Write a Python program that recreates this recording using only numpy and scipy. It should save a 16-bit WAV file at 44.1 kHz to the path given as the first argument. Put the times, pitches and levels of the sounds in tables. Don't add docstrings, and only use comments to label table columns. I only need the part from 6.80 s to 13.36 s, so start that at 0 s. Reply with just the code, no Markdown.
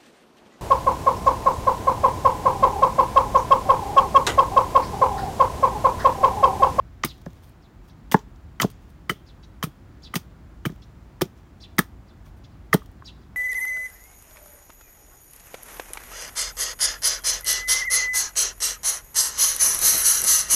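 import sys
import numpy as np
from scipy import signal
from scipy.fft import rfft, irfft
from scipy.io import wavfile
from scipy.ndimage import uniform_filter1d

SR = 44100
rng = np.random.default_rng(int(sys.argv[2]) if len(sys.argv) > 2 else 0)


def decibels_to_gain(level_db):
    exponent = np.asarray(level_db, float) / 20
    return 10 ** exponent


def persist_wave(psi):
    counts = np.round(np.clip(psi, -1, 1) * 32767).astype(np.int16)
    wavfile.write(sys.argv[1], SR, np.atleast_2d(counts).T)


N = 289296

# pitch_hz, density_db (per Hz)
TRAFFIC_SPECTRUM = [(24, -40), (40, 5), (71, 2), (124, -4), (358, -15), (438, -22.5), (725, -22.5),
                    (1470, -27.5), (2760, -37), (5730, -44), (7010, -46), (7560, -48.5), (10500, -51),
                    (15300, -51.5), (16500, -62.5)]
TRAFFIC_DB = -43.5
# start_s, level_db
ENGINES = [(0.0, -46), (0.88, -55), (1.19, -50.5), (1.83, -48.5), (2.06, -51.5), (2.25, -51), (4.26, -50.5),
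           (4.73, -53), (4.99, -50), (5.94, -50), (6.12, -51), (6.56, -51)]
# pitch_hz, width_hz, level_db
CAMERA_WHINE = [
    (7150, 200, -84),
    (15400, 600, -82),
]

# start_s, peak_db, treble_db, t60_s
TEARS = [(0.2337, -17, -22, 0.019), (0.2442, -19, -1, 0.06), (1.3136, -21, -2.5, 0.03),
         (1.319, -23.5, -1, 0.051), (1.331, -28, -0.5, 0.022), (1.339, -26, -7.5, 0.022),
         (1.7983, -20, -9, 0.017), (1.8044, -30, -9.5, 0.031), (1.811, -25, 7, 0.044),
         (1.8192, -14, -21, 0.017), (1.8234, -23, -8.5, 0.076), (2.2933, -22, -3, 0.071),
         (2.826, -20.5, -7, 0.025), (2.833, -20.5, 0, 0.053), (3.339, -31, 0.5, 0.065),
         (3.354, -13.5, -6, 0.042), (3.3591, -34, 3.5, 0.057), (3.8517, -27, -2.2, 0.067),
         (3.8576, -38.5, 7, 0.027), (4.4092, -26, -4.5, 0.078), (4.4139, -20.5, -0.5, 0.03),
         (4.982, -12.5, -9.5, 0.022), (4.9868, -17, -2, 0.06), (5.9274, -18.5, -10.5, 0.064),
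         (5.9364, -18, 6, 0.034)]
# start_s, peak_db, treble_db
CRACKS = [
    (0.2474, -20.5, 7),
    (1.3203, -14.5, -8),
    (1.341, -26, 4),
    (1.817, -6, -9),
    (2.2952, -46, -24.5),
    (4.4169, -11.5, -3),
    (4.9894, -11, 6),
    (5.9417, -23.5, 3),
]
# pitch_hz, width_hz, level_db
FIBRE_BODY = [
    (2400, 4500, 4),
    (3456, 650, 16.5),
    (5230, 2400, 9.5),
    (7270, 2300, 10),
    (950, 820, 10),
]
# pitch_hz, width_hz, level_db
SPLINTER_BODY = [
    (8830, 960, 6.5),
    (11690, 1600, 7),
    (14600, 4500, 4),
]
TEAR_RISE_S = 0.0022
CRACK_RISE_S, CRACK_T60_S = 0.0013, 0.019

# start_s, peak_db
JOLTS = [(0.2345, -22.5), (1.3204, -38), (1.7986, -19.5), (1.8164, -42), (2.2981, -17), (2.827, -23),
         (3.3363, -34), (3.3605, -34), (3.8514, -25.5), (4.416, -47), (4.9834, -42), (5.9386, -19.5)]
# pitch_hz, level_db, t60_s
STEEL_MODES = [
    (3045, 1.5, 0.034),
    (4750, -21, 0.049),
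    (8600, -20, 0.065),
]
# pitch_hz, width_hz, level_db, t60_s
STEEL_SHIMMER = (3152.5, 702.5, -33.5, 0.36)

# start_s, peak_db, bending_mode_hz, billet_mode_db
BITES = [(0.237, -7, 1220, 0.5), (1.32, -17, 950, 5), (1.343, -2, 1063, -13), (1.8, -7, 1400, 6),
         (1.806, -13, 1330, -11), (1.817, -28, 1010, 23), (2.296, -6.5, 1303, 4.5), (3.339, -15, 1230, 0),
         (4.983, -7.5, 1360, 6), (5.9296, -3.5, 1258, 4), (6.019, -39, 1180, -34)]
# start_s, peak_db, bending_mode_hz, upper_mode_hz, upper_mode_db
CATCHES = [(0.248, -19, 1126, 2243, 13), (0.463, -25.5, 533, 1020, -8.5), (1.315, -28.5, 1187, 1533, -1),
           (1.344, 2, 907, 1415, -9.5), (1.83, -12.5, 1065, 1600, -28.5), (1.8452, -17.5, 773, 1520, -42),
           (2.306, -20, 1360, 1660, -2), (2.827, -14, 1130, 1740, -4.5), (2.839, -18.5, 1280, 2400, -3.5),
           (3.357, -19, 1180, 2260, 26), (3.853, -14, 1360, 1610, 2.5), (3.86, -18.5, 1240, 2320, 5),
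           (3.895, -37.5, 1250, 1700, 4), (4.411, -17.5, 1265, 1700, 4.5), (4.416, -17.5, 1253, 2300, -16),
           (4.991, -3.5, 1288, 1708, 3.5), (5.467, -47, 1070, 2270, 6), (5.9311, -4.5, 1187, 1837, 6.5),
           (5.9434, -11, 935, 1450, -3.5), (6.222, -32.5, 1087, 1530, -6)]
# start_s, peak_db, low_mode_hz, upper_mode_db
THUDS = [(0.244, -17.5, 223, -27), (0.25, -21, 147, 2), (0.465, -21.5, 175, -8.5), (1.32, -25, 248, -5),
         (1.3435, 1.5, 198, -2), (1.802, -23.5, 228, -7), (1.818, -21.5, 140, -2.5), (1.832, -19, 120, -4),
         (1.844, -4.5, 196.3, -3.5), (2.297, -18, 160.6, -0.5), (2.3143, -21.5, 197, 1),
         (2.834, -29.5, 207, 18), (2.837, -16.5, 156, -18), (2.868, -26.5, 141, -4), (3.343, -24, 240, -8),
         (3.359, -13, 177.5, -6.5), (3.854, -19.5, 151, 3), (3.863, -13, 153.4, -10),
         (3.896, -24.5, 179, -7.5), (3.921, -34, 208, -19), (4.414, -19, 135.6, -4), (4.418, -8, 172, 3.5),
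         (4.454, -33, 214, -14), (4.987, -8, 228, -23), (4.992, -10.5, 194, -5), (5.937, -10, 196, 3),
         (5.9434, -1, 191.6, -2.5)]
# peak_db, t60_s
LOG_DAMPING = [
    (-26.5, 0.054),
    (-15, 0.039),
]
BILLET_HZ, BITE_T60_S = 2000, 0.021
LOG_RATIO = 2.15

# start_s (into call), voice1_hz, voice1_db, voice2_hz, voice2_db
CHEEP_SHAPE = [
    (0, 3000, -11, 6500, -10),
    (.012, 5100, -2, 6500, -19),
    (.022, 4800, 2.5, 6000, -8),
    (.035, 3800, 4, 5300, -11),
    (.05, 3444, 1.5, 4500, -6),
    (.062, 3000, -12, 4200, -18),
    (.08, 2700, -39.5, 3800, -19.5),
]
# start_s, level_db
CHEEP_CALLS = [
    (0.263, -51.5),
    (0.81, -71.5),
    (2.456, -63.5),
    (3.22, -52.5),
    (4.800, -53.5),
    (5.264, -70.5),
    (5.70, -78),
    (6.243, -50.5),
    (6.40, -76),
]
# start_s (into call), voice1_hz, voice1_db, voice2_hz, voice2_db
CHIP_SHAPE = [
    (0, 5780, -17.5, 3130, -13),
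    (.006, 5550, -4, 2810, -6.5),
    (.011, 3500, -2, 3960, 1),
    (.017, 3700, -1, 5500, -6.5),
    (.024, 3800, -11, 5400, -8),
    (.032, 3700, -20, 5400, -21),
]
# start_s, level_db
CHIP_CALLS = [
    (1.087, -62.5),
    (2.624, -58),
    (4.014, -59),
    (5.633, -60),
]
PITCH_JITTER = 0.085

# start_s, level_db, treble_db, t60_s
RUSTLES = [(.30, -56.5, -7, 0.98), (.45, -67, -1.5, 0.67), (.54, -62, -5, .2), (.61, -55, -0.6, 0.3),
           (.66, -64, -5, 0.13), (1.024, -60, -4, 0.11), (1.06, -57, -2, 0.075), (1.335, -40, -10.5, 0.18),
           (1.84, -52.5, -15.5, 0.54), (3.87, -57, -6, 0.36), (1.99, -65, -0.5, 0.42), (2.07, -63, 0, 0.17),
           (4.551, -56.5, -6.5, .2), (5.435, -53.5, -3.5, 0.17), (5.55, -66, 3.5, .1),
           (6.0, -64, 2.5, 0.19)]
# start_s, peak_db, treble_db
CHIP_LANDINGS = [(0.379, -52, -1), (0.415, -45.5, -3), (0.459, -38, -11), (0.5029, -46.5, -10),
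                 (0.5312, -53, 0), (0.692, -57, 10), (1.366, -55, -15), (1.3904, -38, -12),
                 (1.4144, -55, -20.5), (1.5579, -51.5, -21), (1.8637, -55.5, -8), (1.901, -42, 3),
                 (1.906, -52, 0), (1.9124, -51, 8), (2.101, -69, 17), (2.8684, -56, -7), (3.8954, -58, -20),
                 (3.8998, -44, -22.5), (3.919, -43.5, -12), (3.9594, -53, -5), (4.452, -38.5, -21),
                 (4.966, -59, 8.5), (6.0584, -44, -2), (6.115, -64, 11)]
RUSTLE_RISE_S = 0.027
CHIP_RISE_S, CHIP_T60_S = 0.00087, 0.024

YARD_T60_S, YARD_DB, YARD_HZ = 0.13, -21.5, 3000


def level(x, db):
    return x * decibels_to_gain(db) / np.sqrt(np.mean(x ** 2))


def band(x, hz, width):
    return signal.lfilter(*signal.iirpeak(min(hz, 0.45 * SR), hz / width, fs=SR), x)


def add(out, s, x):
    i = int(s * SR)
    out[i:i + len(x)] += x[:len(out) - i]


def decay(t, t60):
    return np.exp(-np.log(1000) * t / t60)


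def ring(hz, t60, t):
    return np.sin(2 * np.pi * hz * t) * decay(t, max(t60, 0.004))


def walk(rate):
    k = int(SR / rate)
    held = np.repeat(rng.standard_normal(N // k + 1), k)
    return 1.3 * uniform_filter1d(uniform_filter1d(held, k), k)[:N]


def town():
    hz = np.fft.rfftfreq(N, 1 / SR)
    f, d = np.transpose(TRAFFIC_SPECTRUM)
    noise = rfft(rng.standard_normal(N)) * decibels_to_gain(np.interp(np.log(hz + 1), np.log(f), d))
    s, engine_db = np.transpose(ENGINES)
    engine_db = np.interp(np.arange(N) / SR, s, engine_db - engine_db.mean())
    rumble = 0
    for centre in range(9, 29):
        share = np.maximum(1 - abs(2 * np.log2(hz + 1) - centre), 0)
        deep = np.clip((16.5 - centre) / 3.3, 0.1, 1)
        rumble = rumble + irfft(noise * share, N) * decibels_to_gain(deep * engine_db + 0.4 * walk(2.7))
    whine = sum(level(band(rng.standard_normal(N), f, w), db) for f, w, db in CAMERA_WHINE)
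    return level(rumble, TRAFFIC_DB) + whine


def wood_colour(snaps, body):
    return level(sum((-1) ** k * decibels_to_gain(g) * band(snaps, f, w) for k, (f, w, g) in enumerate(body)), -6)


def crackle(table, spread_db, linger_db):
    low, high, t = np.zeros(N), np.zeros(N), np.arange(SR // 3) / SR
    for s, db, treble_db, rise, t60 in table:
        rise = max(rise, 0.0002)
        fall = -np.log(1000) * np.maximum(t - rise, 0) / max(t60, 0.004)
        shape = np.minimum(t / rise, 1) ** 2 * (np.exp(fall) + decibels_to_gain(linger_db) * np.exp(fall / 4))
        add(low, s, decibels_to_gain(db) * shape)
        add(high, s, decibels_to_gain(db + treble_db) * shape)
    uneven_db = spread_db * uniform_filter1d(rng.standard_normal(N), size=6)
    snaps = level(rng.standard_normal(N) * decibels_to_gain(uneven_db), 0)
    return low * wood_colour(snaps, FIBRE_BODY) + high * wood_colour(snaps, SPLINTER_BODY)


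def fibres():
    tears = [(s, db, treble_db, TEAR_RISE_S, t60) for s, db, treble_db, t60 in TEARS]
    cracks = [(*row, CRACK_RISE_S, CRACK_T60_S) for row in CRACKS]
    return crackle(tears, 8.3, -23.0) + crackle(cracks, 16.0, -52.5)


def axe_head():
    pings, fade, t = np.zeros(N), np.zeros(N), np.arange(SR // 4) / SR
    hz, width, shimmer_db, t60 = STEEL_SHIMMER
    for s, db in JOLTS:
        ping = 0
        for mode_hz, mode_db, mode_t60 in STEEL_MODES:
            a, b = rng.standard_normal(2)
            ping = ping + decibels_to_gain(mode_db + 2.0 * a) * ring(mode_hz * (1 + 0.002 * b), mode_t60, t)
        add(pings, s, decibels_to_gain(db) * ping * np.minimum(t / 0.0028, 1))
        add(fade, s, decibels_to_gain(db) * decay(t, t60))
    shimmer = band(band(rng.standard_normal(N), hz, width), hz, width)
    return pings + fade * level(shimmer, shimmer_db)


def knocks(table, push_s, upper_t60, split, rough, swell_s, cut_hz, third):
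    out, t = np.zeros(N), np.arange(SR // 8) / SR
    swell = 1 - np.exp(-(t / swell_s) ** 2)
    cut = signal.butter(3, cut_hz, "high", fs=SR, output="sos")
    third_hz, third_db, third_t60 = third
    size = max(int(push_s * SR), 3)

    def pair(hz, t60):
        return ring(hz, t60, t) + 0.31 * ring(hz * split, t60, t)

    for s, db, hz, upper_hz, upper_db, t60 in table:
        push = np.hanning(size) * (1 + rough * rng.standard_normal(size))
        strayed_hz = third_hz * (1 + 0.051 * rng.standard_normal())
        body = swell * pair(hz, t60)
        body = body + decibels_to_gain(upper_db) * np.sqrt(swell) * pair(upper_hz, t60 * upper_t60)
        body = body + decibels_to_gain(third_db) * np.sqrt(swell) * pair(strayed_hz, third_t60)
        body = signal.sosfilt(cut, np.convolve(body, push))
        add(out, s, -body * decibels_to_gain(db) / abs(body).max())
    return out


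def blows():
    bites = [(s, db, hz, BILLET_HZ, billet_db, BITE_T60_S) for s, db, hz, billet_db in BITES]
    bites = sorted(bites + [(*row, BITE_T60_S) for row in CATCHES])
    thuds = []
    for s, db, hz, upper_db in THUDS:
        t60 = np.interp(db, *np.transpose(LOG_DAMPING))
        thuds.append((s, db, hz, hz * LOG_RATIO, upper_db, t60))
    billet = knocks(bites, push_s=0.00037, upper_t60=0.69, split=1.084, rough=0.65,
                    swell_s=0.00075, cut_hz=540, third=(1600, -10, 0.02))
    log = knocks(thuds, push_s=0.0006, upper_t60=0.79, split=1.3, rough=0.15,
                 swell_s=0.0017, cut_hz=115, third=(620, -18, 0.025))
    return billet + log


def sparrow(shape, calls, flutter_db, overtone_db):
    out, (s, *cols) = np.zeros(N), np.transpose(shape)
    t = np.arange(int(s[-1] * SR)) / SR
    hz1, db1, hz2, db2 = (np.interp(t, s, c) for c in cols)
    edges = np.minimum(np.minimum(t, t[-1] - t) / 0.0018, 1)
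    for start, db in calls:
        for hz, voice_db in ((hz1, db1), (hz2, db2)):
            shaking = uniform_filter1d(rng.standard_normal((2, SR // 5)), size=32)
            flutter, jitter = shaking[:, :len(t)] * np.sqrt(32)
            phase = 2 * np.pi * np.cumsum(hz * (1 + PITCH_JITTER * jitter)) / SR
            tone = np.sin(phase) + decibels_to_gain(overtone_db) * np.sin(2 * phase)
            add(out, start, edges * decibels_to_gain(db + voice_db + flutter_db * flutter) * tone)
    return out


def debris():
    rustles = [(s, db, treble_db, RUSTLE_RISE_S, t60) for s, db, treble_db, t60 in RUSTLES]
    chips = [(*row, CHIP_RISE_S, CHIP_T60_S) for row in CHIP_LANDINGS]
    return crackle(chips, 12, -47) + crackle(rustles, 13, -36)


def yard(x, t60, db, dull_hz):
    t = np.arange(SR // 2) / SR
    bass_cut = signal.butter(1, 260, "high", fs=SR)
    noise = signal.lfilter(*bass_cut, rng.standard_normal(len(t)))
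    dull = signal.lfilter(*signal.butter(1, dull_hz, fs=SR), noise)
    tail = dull + 0.5 * noise * np.exp(-t / 0.022)
    tail = tail * decay(t, t60) * np.minimum(t / 0.001, 1)
    return x + decibels_to_gain(db) * signal.fftconvolve(x, tail / np.sqrt(np.sum(tail ** 2)))[:N]


def scene():
    work = fibres() + axe_head() + blows()
    birds = sparrow(CHEEP_SHAPE, CHEEP_CALLS, 4, -24) + sparrow(CHIP_SHAPE, CHIP_CALLS, 4, -30)
    near = yard(work + debris(), YARD_T60_S, YARD_DB, YARD_HZ)
    leaves = yard(birds, 0.06, 0.5, 9000)
    far = yard(leaves, 0.5, -15, 6000)
    return (near + far + town())[None]


def roll_off(x):
    return signal.sosfilt(signal.butter(12, 16970, fs=SR, output="sos"), x)


def record(dry):
    thin = signal.sosfilt(signal.butter(4, 42, "high", fs=SR, output="sos"), dry)
    thin = signal.sosfilt(signal.ellip(6, 0.5, 30, 15900, fs=SR, output="sos"), thin)
    mix = np.tanh(0.56 * thin) / 0.65
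    return roll_off(mix)


dry = scene()
out = record(dry)
persist_wave(out)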